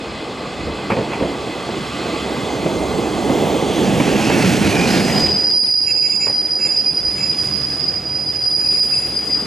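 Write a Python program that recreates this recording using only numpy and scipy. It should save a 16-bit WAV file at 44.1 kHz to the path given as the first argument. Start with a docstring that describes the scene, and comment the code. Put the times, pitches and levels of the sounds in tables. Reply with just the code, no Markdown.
"""Small station, beside the wooden building: a diesel railcar rolls in and passes to the right.
The rails sing ahead of it, wheels clank over joints, and the roar of rough treads swells as each
bogie draws level. Faint whistles come and go; brake blocks grind. Stick-slip makes a braked wheel
squeal near 5 kHz among the walls, lower wheel modes chirp in, and the engine idles."""
import sys
import numpy as np
from scipy import signal
from scipy.fft import rfft, irfft, next_fast_len
from scipy.io import wavfile
from scipy.ndimage import uniform_filter1d, minimum_filter1d, map_coordinates

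SR = 44100
rng = np.random.default_rng(int(sys.argv[2]) if len(sys.argv) > 2 else 0)


def persist_wave(psi):
    """Save psi, clipped to +-1, as 16-bit WAV."""
    counts = np.round(np.clip(psi, -1, 1) * 32767).astype(np.int16)
    wavfile.write(sys.argv[1], SR, np.atleast_2d(counts).T)


N = 417186

# rolling noise (time [s], level [dB])
ROLL_DB = [(0, -30.5), (0.7, -27.5), (1.1, -25.5), (1.85, -27), (2.45, -24), (2.8, -21.5), (3.15, -21),
           (3.35, -18), (3.6, -20.5), (4.3, -19), (5.2, -21), (5.33, -27.5), (5.5, -32), (5.72, -39),
           (6.3, -35.5), (8.4, -36), (9.46, -33.5)]
# bogies drawing level (time [s], length [s], nearness [1 = alongside])
BOGIES = [(3.91, 0.48, 0.7), (4.79, 1, 0.92), (7.52, 0.85, 1), (9.346, 0.56, 0.43)]
# brief low rumbles (time [s], length [s], level [dB])
BUMPS = [(0.12, 0.11, -44), (0.687, 0.14, -33.5), (2.88, 0.2, -39), (5.256, 0.12, -28), (7.062, 0.11, -36)]
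# rolling spectra (frequency [Hz], relative density [dB])
RUMBLE_SPECTRUM = [(15, -20), (28, -18), (42, -14), (55, -4), (75, -1.5), (110, -17), (250, -71)]
BOOM_SPECTRUM = [(45, -31), (75, -16.5), (110, -4.5), (160, -1), (205, 3.5), (255, -1.5), (310, -5.5),
                 (420, -14.5), (900, -63)]
ROAR_SPECTRUM = [(150, -35), (250, -1.5), (320, 1.5), (380, -1), (450, 0.5), (530, -3.5), (640, -6),
                 (760, -4.5), (880, -8), (1020, -12.5), (1400, -25.5), (2200, -45), (6000, -66)]
HISS_SPECTRUM = [(3000, -30), (5000, -13), (6000, 3.5), (7600, 1), (9000, -5), (11000, -7.5),
                 (13000, -15.5), (15000, -15)]
# rail song (time [s], level [dB])
SONG_DB = [(0, -33), (1.6, -31), (2.1, -27.5), (2.6, -30.5), (3.45, -30), (5.2, -43), (5.6, -71),
           (7.45, -39), (8.4, -48.5), (9.46, -41)]
# rail resonances (frequency [Hz], half-width [Hz], relative level [dB])
RAIL_MODES = [(1149, 88, 5), (1390, 470, -2), (2048, 91, 2), (2270, 210, -9), (2554, 140, 0),
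              (2980, 270, -5), (3350, 230, -1), (3770, 250, -10.5), (4140, 270, -5), (4430, 190, -7),
              (4930, 470, -8.5), (7300, 1300, -16)]
# spits of hiss (time [s], length [s], level [dB])
SPITS = [(7.45, 0.14, -48), (8.84, 0.032, -40), (9.27, 0.07, -48)]
# diesel (time [s], firing tone [dB], exhaust drone [dB])
ENGINE_DB = [(0, -47, -47), (1.7, -41, -43.5), (2.2, -37, -42), (4.9, -40, -45), (5.6, -47, -43),
             (6.8, -48, -48), (7.5, -35, -37), (8.4, -42, -41), (9.46, -37, -48.5)]
# engine orders (multiple of firing rate, relative level [dB])
ORDERS_DB = [(1, -3.5), (2, -0.5), (3, -19)]
# exhaust drone (frequency [Hz], relative density [dB])
DRONE_SPECTRUM = [(50, -22), (85, -4.5), (115, 1), (160, -5.5), (240, -15), (500, -56)]
# wheels striking joints (time [s], level [dB], clang offset [dB])
JOINT_HITS = [(.672, -20, -19), (0.901, -15, 1), (0.917, -15, -18), (.967, -16, -15), (.986, -14.5, -25),
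              (1.115, -30, 2), (1.132, -32, 11), (1.2, -17, -10.5), (1.222, -13, -31), (1.249, -26, -25),
              (1.465, -20, -22), (1.689, -18, -22), (2.659, -13, -30), (3.295, -13.5, -21),
              (3.706, -31, -23), (3.999, -14.5, -3.5), (4.299, -16.5, 0), (6.266, -23, -2.5),
              (6.294, -26.5, -30), (6.651, -22.5, -14)]
# joint impact spectra (frequency [Hz], relative density [dB])
THUD_SPECTRUM = [(40, -25), (130, -3.5), (230, -1.5), (330, -5.5), (480, 0), (600, -4), (720, -8),
                 (900, -13), (1300, -25), (3000, -26.5), (9000, -66)]
CLANG_SPECTRUM = [(400, -28), (900, 9), (1600, -4.5), (2550, 4), (3200, -14), (5000, -27), (11000, -34),
                  (16000, -47)]
# faint rings and whistles (time [s], length [s], frequency [Hz], half-width [Hz], level [dB])
WHISTLES = [(2.797, 1, 2086, 11, -43), (3.447, .28, 14300, 350, -52), (3.807, 0.96, 3270, 480, -34),
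            (4.26, 0.69, 2620, 200, -32), (4.795, 0.16, 2420, 87, -25), (6.874, .07, 2470, 14, -40),
            (8.873, 0.085, 7450, 31, -50), (8.944, 0.039, 2620, 36, -35), (9.303, 0.02, 2100, 90, -35),
            (8.72, 0.28, 2500, 66, -46), (9.097, 0.9, 12652, 55, -58)]
# brake block rub (frequency [Hz], relative density [dB])
RUB_SPECTRUM = [(500, -37), (1000, -4), (1400, 2.5), (2000, 3.5), (2550, 3.5), (3000, 0.5), (3700, -3.5),
                (4400, -1), (5800, -5), (7500, -9.5), (9000, -15), (11000, -16), (13000, -23.5),
                (15000, -31)]
# squealing wheel (time [s], level [dB], reflected share [0-1], overtone offset [dB])
SQUEAL_TRACK = [(4.8, -37, 0.2, -43), (5.05, -29.5, 0.27, -41), (5.28, -15.5, 0.38, -42),
                (5.6, -12.5, 0.83, -23.5), (6.4, -17, 0.36, -27), (7.35, -19.5, 0.6, -22),
                (7.85, -21.5, 0.78, -24), (8.05, -24, 0.25, -28.5), (8.6, -17.5, 0.56, -18),
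                (8.92, -17.5, 0.37, -16.5), (9.46, -25.5, 0.62, -21.5)]
# squeal pitch (time [s], frequency [Hz])
SQUEAL_HZ = [(5.1, 4972), (5.35, 4915), (5.75, 4868), (6.0, 4908), (6.95, 4905), (7.15, 4945), (7.45, 4908),
             (8.8, 4910), (8.92, 4893)]
# reflections of the moving wheel (frequency [Hz], relative density [dB])
SCATTER_SPECTRUM = [(3800, -77), (4070, -27.5), (4220, -35.5), (4600, -32.5), (4750, -16), (4840, -4),
                    (4900, 3), (4960, -5.5), (5070, -12), (5170, -22.5), (5300, -30), (5550, -44),
                    (5750, -28), (6100, -64)]
# squeal throbs, louder and purer (time [s], length [s], boost [dB])
SURGES = [(6.702, 0.022, 2), (6.88, 0.054, 5), (7.065, 0.02, 1), (8.161, 0.015, 8), (8.477, 0.02, 6.5),
          (8.558, 0.026, 8), (8.688, 0.031, 10), (8.755, 0.027, 6.5), (8.815, 0.034, 6), (9.335, 0.046, 8),
          (9.391, 0.04, 7)]
# squealing wheel moving across (time [s], left minus right [dB])
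LEAN_DB = [(5, 0), (5.5, -3.5), (8.3, -4.5), (9.3, 2)]
# wheel chirps (time [s], length [s], level [dB])
CHIRPS = [(5.897, 0.051, -30.5), (5.977, 0.04, -35.5), (6.055, 0.049, -30.5), (6.131, 0.061, -30.5),
          (6.223, 0.041, -27.5), (6.27, 0.046, -35), (6.613, 0.036, -35.5), (6.66, 0.031, -28),
          (6.715, 0.12, -38), (7.224, 0.091, -32), (8.634, 0.063, -43), (8.765, 0.084, -40.5),
          (8.94, 0.032, -38), (9.02, 0.11, -40)]
# chirp resonances (frequency [Hz], half-width [Hz], relative level [dB])
CHIRP_MODES = [(2270, 98, -4.5), (2645, 38, 3.5), (6570, 49, -15), (7086, 98, -4), (7450, 120, -8)]
# stereo likeness of the noise (frequency [Hz], left-right correlation [0-1])
COHERENCE = [(60, 0.68), (130, 0.94), (290, 0.99), (640, 0.99), (1100, 0.84), (1500, 0.88), (2400, 0.95),
             (4500, 1), (7000, 0.97), (11000, 0.98)]
# car bearing (time [s], shift to the right [0-1])
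BEARING = [(0, 0.04), (1.5, 0.5), (3, 0.77), (5, 1)]
# stereo image of the car, early and late (frequency [Hz], left minus right [dB], left lead [rad])
EARLY_IMAGE = [(40, -1, 0.1), (90, -1.5, 0.5), (180, -1.5, 0.5), (350, -4.5, 0.47), (700, -4.5, 0.37),
               (1300, -3, 1), (2800, -2, 0.35), (5000, -1.5, 0.48), (9000, -1.5, 0)]
LATE_IMAGE = [(90, -1.8, 0.085), (180, -0.5, 0.12), (350, -1.8, 0.12), (700, -3, 0.3), (1300, -4.5, 0.39),
              (2800, -3, 0.57), (7000, -2.5, 0.45), (11000, -2, 0.03)]
# the stereo image shifts and the bass centres (time [s], blend from early to late [0-1])
IMAGE_BLEND = [(5.2, 0), (5.5, 1)]

# layers (offset from rolling level [dB], boost with a bogie alongside [dB])
RUMBLE_DB, BOOM_DB, ROAR_DB = (-20.5, 3.5), (-5, 7.5), (0, 0.5)
HISS_DB, RUB_DB = (-20, 2.5), (-5.5, 3)


def amp(db):
    """Decibels to gain."""
    return 10 ** (np.asarray(db) / 20)


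def unit(x):
    """Scale to rms 1."""
    return x / np.sqrt(np.mean(np.abs(x) ** 2) + 1e-20)


def along(points, hz):
    """Interpolate (frequency [Hz], value) points on a log axis."""
    knots_hz, values = np.transpose(points)
    return np.interp(np.log(hz + 1), np.log(knots_hz + 1), values)


def curves(rows):
    """One value per sample for each column after the time."""
    times_s, *columns = np.transpose(rows)
    return [np.interp(np.arange(N) / SR, times_s, column) for column in columns]


def wobble(rate_hz):
    """Smooth random curve, rms 1."""
    knots = rng.standard_normal(2 ** 13)
    return unit(map_coordinates(knots, [np.arange(N) * rate_hz / SR], mode="wrap"))


def swell(centre_s, length_s):
    """Flat-topped rise and fall."""
    return 1 / (1 + (2 * (np.arange(N) / SR - centre_s) / length_s) ** 4)


def swells(rows):
    """Gain curve from (time [s], length [s], level [dB]) rows."""
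    return sum(amp(db) * swell(s, length_s) for s, length_s, db in rows)


def filtered(x, response):
    """Apply a frequency response."""
    size = next_fast_len(N + SR // 4)
    return irfft(rfft(x, size) * response(np.fft.rfftfreq(size, 1 / SR)), size)[..., :N]


def colour(points):
    """Response from (frequency [Hz], level [dB]) points."""
    return lambda hz: amp(along(points, hz))


def resonant(modes):
    """Response of independent resonances."""
    return lambda hz: np.sqrt(sum(amp(db) ** 2 / (1 + ((hz - centre_hz) / half_hz) ** 2) ** 2
                                  for centre_hz, half_hz, db in modes))


def rush(response, patchy_db):
    """Coloured stereo noise, rms 1, with patches of random strength."""
    def mid_side(hz):
        angle = np.arccos(np.clip(along(COHERENCE, hz), -1, 1)) / 2
        return response(hz) * np.array([np.cos(angle), np.sin(angle)])

    frames = signal.stft(rng.standard_normal((2, N)), nperseg=512)[2]
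    patches = uniform_filter1d(uniform_filter1d(rng.standard_normal(frames.shape[1:]), 7, 0), 9, 1)
    pair = signal.istft(frames * amp(patchy_db * unit(patches)), nperseg=512)[1][:, :N]
    mid, side = filtered(pair, mid_side)
    return unit(np.array([mid + side, mid - side]))


def placed(x, image):
    """Left-right level and phase difference per frequency."""
    image, sides = np.array(image), np.array([[0.5], [-0.5]])
    level_db, lead_rad = image[:, :2], image[:, ::2]
    return filtered(x, lambda hz: amp(sides * along(level_db, hz))
                    * np.exp(1j * sides * along(lead_rad, hz)))


def wheel_db(offset_db, near_db):
    """Layer level: follows the rolling noise, rises as each bogie draws level."""
    roll_db, = curves(ROLL_DB)
    nearness = sum(near * swell(s, length_s) for s, length_s, near in BOGIES)
    return roll_db + offset_db + near_db * nearness


def ambience(level_db=-52.5):
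    """Faint, steady rumble of the surroundings."""
    return amp(level_db) * rush(colour(RUMBLE_SPECTRUM), patchy_db=2.5)[0]


def rolling():
    """Rough treads shake ground, car body and wheels."""
    shake = amp(wheel_db(*RUMBLE_DB) + 1.2 * wobble(15)) + swells(BUMPS)
    rumble = shake * rush(colour(RUMBLE_SPECTRUM), patchy_db=1.0)
    boom = amp(wheel_db(*BOOM_DB) + 0.74 * wobble(7)) * rush(colour(BOOM_SPECTRUM), patchy_db=1.63)
    roar = amp(wheel_db(*ROAR_DB) + 0.31 * wobble(30)) * rush(colour(ROAR_SPECTRUM), patchy_db=1.25)
    return rumble + boom + roar


def rails(far_db=-12, near_s=2.1):
    """Rail resonances carry wheel noise ahead; the treads hiss, weaker while far off."""
    song_db, = curves(SONG_DB)
    distance_db, = curves([(0, far_db), (near_s, 0)])
    song = amp(song_db) * rush(resonant(RAIL_MODES), patchy_db=1.27)
    hiss_gain = amp(wheel_db(*HISS_DB) + distance_db) + swells(SPITS)
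    return song + hiss_gain * rush(colour(HISS_SPECTRUM), patchy_db=2.0)


def engine(firing_hz=68):
    """Idling diesel: firing-rate harmonics over exhaust drone, mono."""
    hum_db, drone_db = curves(ENGINE_DB)
    phase = 2 * np.pi * np.cumsum(firing_hz * (1 + 0.0057 * wobble(6.5))) / SR
    hum = sum(amp(hum_db + db + 1.3 * wobble(4.5)) * np.sin(order * phase) for order, db in ORDERS_DB)
    return hum + amp(drone_db) * rush(colour(DRONE_SPECTRUM), patchy_db=3.0)[0]


def joints(thud_t60_s=0.15, clang_t60_s=0.15, crack_t60_s=0.033, rise_s=0.0013):
    """Wheels drop on joints: a thud, a steel crack, a clang dying along the platform."""
    t = np.arange(SR // 2) / SR
    thud_gain, clang_gain = np.zeros((2, N + SR))
    ring = amp(-6.5 - 60 * t / crack_t60_s) + amp(-3.0 - 60 * t / clang_t60_s)
    for s, db, clang_db in JOINT_HITS:
        start = round(s * SR)
        blow = amp(db) * (1 - np.exp(-t / rise_s))
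        thud_gain[start:start + len(t)] += blow * amp(-60 * t / thud_t60_s)
        clang_gain[start:start + len(t)] += blow * amp(clang_db) * ring
    thud = thud_gain[:N] * rush(colour(THUD_SPECTRUM), patchy_db=1.5)
    clang = clang_gain[:N] * rush(colour(CLANG_SPECTRUM), patchy_db=2)
    return thud + clang


def whistles(waver_db=1.0):
    """Narrow steel-like tones swell, waver and fade."""
    tones = np.zeros(N)
    for s, length_s, hz, half_hz, db in WHISTLES:
        waver = amp(waver_db * wobble(9))
        band = filtered(rng.standard_normal(N), resonant([(hz, half_hz, 0)]))
        tones += amp(db) * swell(s, length_s) * unit(waver * band)
    return tones


def brakes(on_s=3.05, full_s=4.35, off_db=-19.5):
    """Blocks grind on the turning treads; the rub builds up."""
    press_db, = curves([(on_s, off_db), (full_s, 0)])
    rub_db = wheel_db(*RUB_DB) + press_db + 0.85 * wobble(21) + 1.2 * wobble(160)
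    return amp(rub_db) * rush(colour(RUB_SPECTRUM), patchy_db=1.5)


def squeal(jitter_hz=11, spread=0.43, fade_db=1.7, flutter_db=1.74,
           onset_db_per_s=90, lead_rad_per_db=0.08):
    """Stick-slip locks one wheel mode; a noise band of Doppler-shifted reflections beats with it."""
    level_db, reflected, overtone_db = curves(SQUEAL_TRACK)
    pitch_hz, = curves(SQUEAL_HZ)
    onset_db = onset_db_per_s * np.minimum(np.arange(N) / SR - SQUEAL_TRACK[0][0], 0)
    surge = amp(sum(db * swell(s, length_s) for s, length_s, db in SURGES))
    reflected = np.clip(reflected / surge, 0.02, 0.98)
    direct = np.exp(2j * np.pi * np.cumsum(pitch_hz + jitter_hz * wobble(35)) / SR)
    band = filtered(rng.standard_normal((2, N)), colour(SCATTER_SPECTRUM))
    mid, side = signal.hilbert(band, next_fast_len(N))[:, :N]
    scattered = unit(np.array([mid + spread * side, mid - spread * side]))
    # near walls: loud and soft spots sweep over each channel
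    fading = unit(amp(fade_db * np.array([wobble(30), wobble(30)])))
    tone = np.sqrt(1 - reflected) * direct * fading + np.sqrt(reflected) * scattered
    # the squeal's loudness stays even through the beats
    power = uniform_filter1d(np.mean(np.abs(tone) ** 2, 0), size=4000)
    tone = tone / np.sqrt(np.abs(power) + 1e-6)
    tone = tone * surge * unit(amp(flutter_db * wobble(28)))
    # overtones take their own paths and fade separately
    halo_modes = [(9750, 68, 6.5), (9920, 60, 8), (9700, 700, -7.5), (14720, 140, -19)]
    halo = rush(resonant(halo_modes), patchy_db=2.5)
    harmonics = np.real(direct ** 2 + amp(-8) * direct ** 3) * unit(amp(2.5 * wobble(40)))
    overtones = amp(overtone_db) * (0.32 * harmonics + 0.78 * halo)
    lean_db, = curves(LEAN_DB)
    side_db = np.array([lean_db, -lean_db]) / 2
    tone = tone * amp(side_db) * np.exp(1j * lead_rad_per_db * side_db)
    return amp(level_db + onset_db) * (np.sqrt(2) * tone.real + overtones)


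def chirps():
    """Lower wheel modes catch briefly; bands near 7 kHz stand for sum tones with the squeal."""
    return swells(CHIRPS) * rush(resonant(CHIRP_MODES), patchy_db=-2.5)


def scene():
    """The car comes from ahead and passes to the right; the stereo image shifts and the bass centres."""
    car = rolling() + rails() + brakes() + engine() + joints() + chirps() + whistles()
    bearing, = curves(BEARING)
    blend, = curves(IMAGE_BLEND)
    early = car + bearing * (placed(car, EARLY_IMAGE) - car)
    placed_car = early + blend * (placed(car, LATE_IMAGE) - early)
    return placed_car + squeal() + ambience()


def record(dry, treble_hz=3500, threshold=0.45, top_hz=15150):
    """A limiter ducks everything on treble peaks; a low-pass follows."""
    treble = np.abs(filtered(dry, lambda hz: hz > treble_hz)).max(0)
    needed_gain = np.minimum(1, threshold / (treble + 1e-9))
    gain = uniform_filter1d(minimum_filter1d(needed_gain, size=500), size=300)
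    return filtered(dry * gain, lambda hz: hz < top_hz)


dry = scene()
out = record(dry)
persist_wave(out)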